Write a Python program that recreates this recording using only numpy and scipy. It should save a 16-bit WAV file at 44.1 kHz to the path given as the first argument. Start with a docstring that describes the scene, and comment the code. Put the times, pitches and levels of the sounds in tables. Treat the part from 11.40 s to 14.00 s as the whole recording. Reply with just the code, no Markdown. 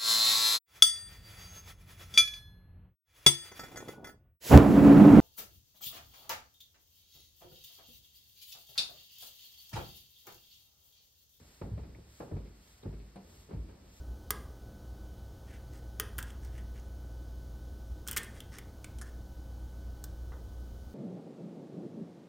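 """A faint, dull low swell sounds over steady hiss and building rumble; clothes swish as a leg swings.
Then footsteps climb the last carpeted stairs and cross a landing. Each shoe taps the carpet, and the
body's weight thumps the wooden floor beneath, exciting its low modes; the stairwell reverberates briefly.
A flexing shoe clicks now and then, and one light hollow knock falls between two strides.
The stairwell's hum lingers after the last step."""
import sys
import numpy as np
from scipy import signal
from scipy.fft import rfft, irfft
from scipy.io import wavfile

SR = 44100
rng = np.random.default_rng(int(sys.argv[2]) if len(sys.argv) > 2 else 0)


def transcribe(signal):
    """Save signal, clipped to [-1, 1], as a 16-bit WAV file at the path in sys.argv[1]."""
    frames = np.atleast_2d(signal).T
    limited = np.clip(frames, -1, 1)
    pcm = np.round(limited * 32767).astype(np.int16)
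    wavfile.write(sys.argv[1], SR, pcm)


N = 114660


def undb(db):
    """Amplitude ratio of a level in decibels."""
    return 10 ** (np.asarray(db) / 20)


def curve(points):
    """Spectral envelope: gain per frequency bin, interpolated in dB over log frequency."""
    hz, db = np.array(points, float).T
    return undb(np.interp(np.log(np.arange(N // 2 + 1) * SR / N + 1), np.log(hz), db))


def noise(colour):
    """Partially coherent stereo noise, rms 1: the bass alike in both ears, the treble wide."""
    # stereo width: f/Hz, side minus mid level/dB
    side_levels = [(30, -63), (60, -33), (125, -16.5), (250, -15.5), (500, -4), (1000, -0.5), (2000, -6),
                   (4000, -1.5), (12000, 8.5)]
    width = curve(side_levels)
    mid, side = rfft(rng.standard_normal((2, N)))
    left_right = mid + np.array([[1], [-1]]) * width * side
    x = irfft(left_right * curve(colour) / np.sqrt(1 + width ** 2), N)
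    return x / x.std()


def since(start):
    """Seconds elapsed since an onset, zero before it."""
    return np.maximum(np.arange(N) / SR - start, 0)


def fall(t, t60):
    """Exponential damping: 60 dB down after t60 seconds."""
    return np.exp(-np.log(1000) * t / t60)


def blow(start, rise, t60):
    """Impact envelope: a linear rise, then exponential decay."""
    return np.minimum(since(start) / rise, 1) * fall(since(start + rise), t60)


def ring(start, hz, build, t60):
    """Normal mode: a damped sinusoid that builds up and dies away."""
    t = since(start)
    return np.sin(2 * np.pi * hz * t) * (1 - np.exp(-t / build)) * fall(t, t60)


def swells(rows):
    """Envelope of superposed Gaussian swells."""
    t = np.arange(N) / SR
    return sum(undb(db) * np.exp(-.5 * ((t - at) / half) ** 2) for at, half, db in rows)


def grain(rate_hz, depth_db):
    """Random amplitude modulation, rms 1: a quick unevenness of level."""
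    flicker = np.interp(np.arange(N) * rate_hz / SR, np.arange(N), rng.standard_normal(N))
    gain = undb(depth_db * flicker)
    return gain / np.sqrt(np.mean(gain ** 2))


def background():
    """Stationary noise: a broadband hiss and the low rumble of the building."""
    # spectra: f/Hz, relative level/dB
    hiss_spectrum = [(200, 2.5), (500, 7), (1000, 5), (2000, 2), (3200, -2.5), (4800, -0.5), (7000, -13.5),
                     (10000, -46), (15500, -37)]
    building_spectrum = [(20, -5), (50, 1.5), (100, -2), (200, -13), (450, -21.5), (900, -25.5),
                         (2500, -64)]
    return undb(-68.5) * noise(hiss_spectrum) + undb(-63) * noise(building_spectrum)


def low_swells():
    """Modulated noise: faint, dull low swells; the stairwell's hum lingers after the last step."""
    # swells: t/s, half length/s, level/dB
    swell_rows = [(.02, 0.057, -56.5), (.66, 0.043, -70), (1.93, 0.12, -56.5), (2.43, 0.11, -56)]
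    # their spectrum: f/Hz, relative level/dB
    dull_spectrum = [(25, -31), (50, 8.5), (85, 2), (130, -10), (185, -5.5), (280, -11.5), (450, -13.5),
                     (900, -20), (2500, -39.5)]
    return swells(swell_rows) * grain(rate_hz=140, depth_db=1.0) * noise(dull_spectrum)


def close_noise(colour):
    """Path difference: noise from below the phone reaches the left port first, plus a diffuse part."""
    # diffuse field: f/Hz, diffuse minus direct level/dB
    diffuse_levels = [(1000, 7), (4500, 0), (6000, -12), (8000, -7), (12500, -34)]
    port_lag_s = .000243
    share = curve(diffuse_levels)
    direct, *diffuse = rfft(rng.standard_normal((3, N)))
    delay = np.exp(-2j * np.pi * np.arange(N // 2 + 1) * SR / N * port_lag_s)
    left_right = np.array([direct, direct * delay]) + share * np.array(diffuse)
    x = irfft(left_right * curve(colour) / np.sqrt(1 + share ** 2), N)
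    return x / x.std()


def clothes():
    """Sliding friction: fabric rubs all the time and swishes with each swing of a leg."""
    # leg swings: t/s at the fastest, half length/s, level/dB
    swings = [(.12, 0.1, -65), (.77, 0.073, -64), (1.3, 0.088, -65.5), (1.97, 0.084, -64.5),
              (2.6, 0.082, -63.5)]
    # fabric spectrum: f/Hz, relative level/dB
    fabric_spectrum = [(500, -7), (1500, -2.5), (3000, 3.5), (4500, 3.5), (6200, 4.5), (8000, 3),
                       (10000, -1.5), (12500, -0.5), (15500, -6.5)]
    steady_db = -72
    envelope = np.hypot(swells(swings), undb(steady_db))
    return envelope * grain(rate_hz=98, depth_db=0.8) * close_noise(fabric_spectrum)


def shoes():
    """Impact noise and reverberation: each contact knocks the boards, pats the carpet, scuffs its pile."""
    # shoe contacts: t/s, rise/s, knock level/dB, pat level/dB, scuff level/dB
    contacts = [(0.213, 0.0033, -39.5, -40.5, -62.5), (0.246, 0.013, -42.5, -58, -87),
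                (0.372, 0.0089, -43, -48.5, -65.5), (0.429, 0.0071, -55, -55, -69),
                (0.486, 0.013, -51, -74, -80), (0.55, 0.0032, -59.5, -57, -83),
                (0.581, 0.0047, -51.5, -68, -87), (0.8, 0.0058, -41.5, -37.5, -64),
                (0.913, 0.0016, -38, -48, -81), (0.953, 0.018, -44.5, -50, -67.5),
                (1.046, 0.013, -51, -68.5, -69), (1.431, 0.0018, -47.5, -52.5, -69),
                (1.444, 0.018, -41, -49, -83), (1.526, 0.0018, -47, -58.5, -67),
                (1.597, 0.0043, -51, -73, -67.5), (1.757, 0.0036, -58, -47, -65),
                (2.083, .012, -50.5, -55, -75), (2.107, 0.0031, -47, -46, -67.5),
                (2.126, 0.0083, -44, -51, -71), (2.285, 0.0053, -54.5, -52.5, -69.5)]
    # spectra of the low knock, mid pat and bright scuff: f/Hz, relative level/dB
    knock = [(40, -25), (75, 0), (120, 1), (200, 0.5), (300, -8), (400, -4.5), (500, -13), (620, -17),
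             (1200, -35), (6000, -83)]
    pat = [(100, -46), (250, -1), (420, 0.5), (570, -1.5), (650, -7), (780, -7.5), (910, -8), (1050, -12.5),
           (1300, -15), (2000, -26.5), (4500, -48), (9000, -77)]
    scuff = [(400, -43), (1200, -12), (2300, 1.5), (3200, -9), (4300, -4), (6500, -20), (12000, -42)]
    # spectrum, t60/s, relative level of the reverberation/dB
    parts = [(knock, 0.15, -8), (pat, 0.11, -10.5), (scuff, 0.21, -21.5)]
    room_build_s, room_t60_s = .015, 0.58
    out = 0
    for k, (colour, t60, room_db) in enumerate(parts):
        direct_power = room_power = 0  # incoherent sounds add in power
        for at, rise, *levels in contacts:
            gain = undb(levels[k])
            direct_power += (gain * blow(at, rise, t60)) ** 2
            room_power += (gain * blow(at, rise + room_build_s, room_t60_s)) ** 2
        out += np.sqrt(direct_power) * grain(rate_hz=345, depth_db=0.5) * noise(colour)
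        out += undb(room_db) * np.sqrt(room_power) * noise(colour)
    return out


def boards(loads, modes):
    """Forced vibration: a soft push rings the floor, the longer the deeper; the house rumbles after it."""
    # spectrum of the shaken house: f/Hz, relative level/dB
    rumble_spectrum = [(25, -52), (38, 4), (55, 3), (100, -9), (140, -18), (185, -2), (240, -15),
                       (320, -13), (800, -61)]
    rumble_db = -13
    thumps, rumble_power = np.zeros(N), np.zeros(N)
    for at, db, length, pitch in loads:
        push = np.sin(np.pi * np.minimum(since(at) / length, 1))
        response = sum(undb(mode_db) * ring(0, hz * pitch, build, t60) for hz, mode_db, build, t60 in modes)
        thumps += undb(db) * signal.fftconvolve(push / push.sum(), response)[:N]
        rumble_power += (undb(db) * blow(at, rise=0.034, t60=0.8)) ** 2
    return thumps + undb(rumble_db) * np.sqrt(rumble_power) * noise(rumble_spectrum)


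def body_weight():
    """Modal response: the walker's weight loads the stairs, then the landing, each with its own modes."""
    # loads: t/s, level/dB, length of the push/s, pitch factor of the boards at that spot
    stair_loads = [(.225, -37.5, .011, 0.86), (.314, -35.5, 0.0044, 0.98), (.386, -45, .006, 0.86),
                   (.56, -53, 0.0028, 1)]
    landing_loads = [(.917, -34, 0.0048, 1), (1.453, -37, 0.0043, 1.02), (1.526, -42.5, 0.0081, 1),
                     (1.915, -49.5, .012, 1.1), (2.131, -38, .0035, 1.08), (2.143, -29.5, .014, 1.02)]
    # floor modes: f/Hz before the pitch factor, relative level/dB, build-up/s, t60/s
    stair_modes = [(68.5, 4, 0.02, 0.59), (106.3, 7, 0.0013, 0.3), (125.8, -10.5, 0.0032, 0.33),
                   (157.6, -4, 0.0036, 0.51), (200.2, -10.5, 0.0093, 0.77)]
    landing_modes = [(52.43, 3.5, 0.024, 0.56), (95.6, 6, 0.0033, 0.23), (143, 2.5, 0.0053, 0.29),
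                     (162.4, -4, 0.0035, 0.23), (188, -8.5, 0.004, 0.36)]
    return boards(stair_loads, stair_modes) + boards(landing_loads, landing_modes)


def shoe_clicks():
    """Band-limited transients: a shoe gives a tiny click as it flexes."""
    # clicks: t/s, centre f/Hz, level/dB
    clicks = [(0.548, 2220, -56.5), (1.427, 3780, -58.5), (1.755, 8950, -64.5)]
    skirt = 1.16 ** 4  # frequency ratio from the centre to 60 dB down
    out = 0
    for at, hz, db in clicks:
        band = [(hz / skirt, -60), (hz, 0), (hz * skirt, -60)]
        out += undb(db) * blow(at, rise=0.0013, t60=.05) * noise(band)
    return out


def hollow_knock():
    """Free vibration: hollow wood, lightly knocked, rings in a few damped modes."""
    # knock between two strides: t/s, level/dB
    knocks = [(1.757, -43.5)]
    # modes of the wood: f/Hz, relative level/dB, t60/s
    wood_modes = [(170.6, -10, .35), (194.4, 3.5, 0.26), (712, -6.5, 0.19), (792, -9.5, 0.19),
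                  (1000, -18.5, 0.26)]
    return sum(undb(db + mode_db) * ring(at, hz, build=0.01, t60=t60)
               for at, db in knocks for hz, mode_db, t60 in wood_modes)


def scene():
    """Superposition: steps, clothes, low swells and the quiet stairwell add as sound pressures."""
    steps = shoes() + shoe_clicks() + hollow_knock() + body_weight()
    return steps + clothes() + low_swells() + background()


def record(dry):
    """Band limiting: the phone drops the deepest bass and cuts the highest treble."""
    bottom_hz, top_hz = 38, 15700
    x = signal.sosfilt(signal.butter(4, bottom_hz, "high", fs=SR, output="sos"), dry)
    return signal.sosfilt(signal.ellip(10, .2, 70, top_hz, fs=SR, output="sos"), x)


dry = scene()
out = record(dry)
transcribe(out)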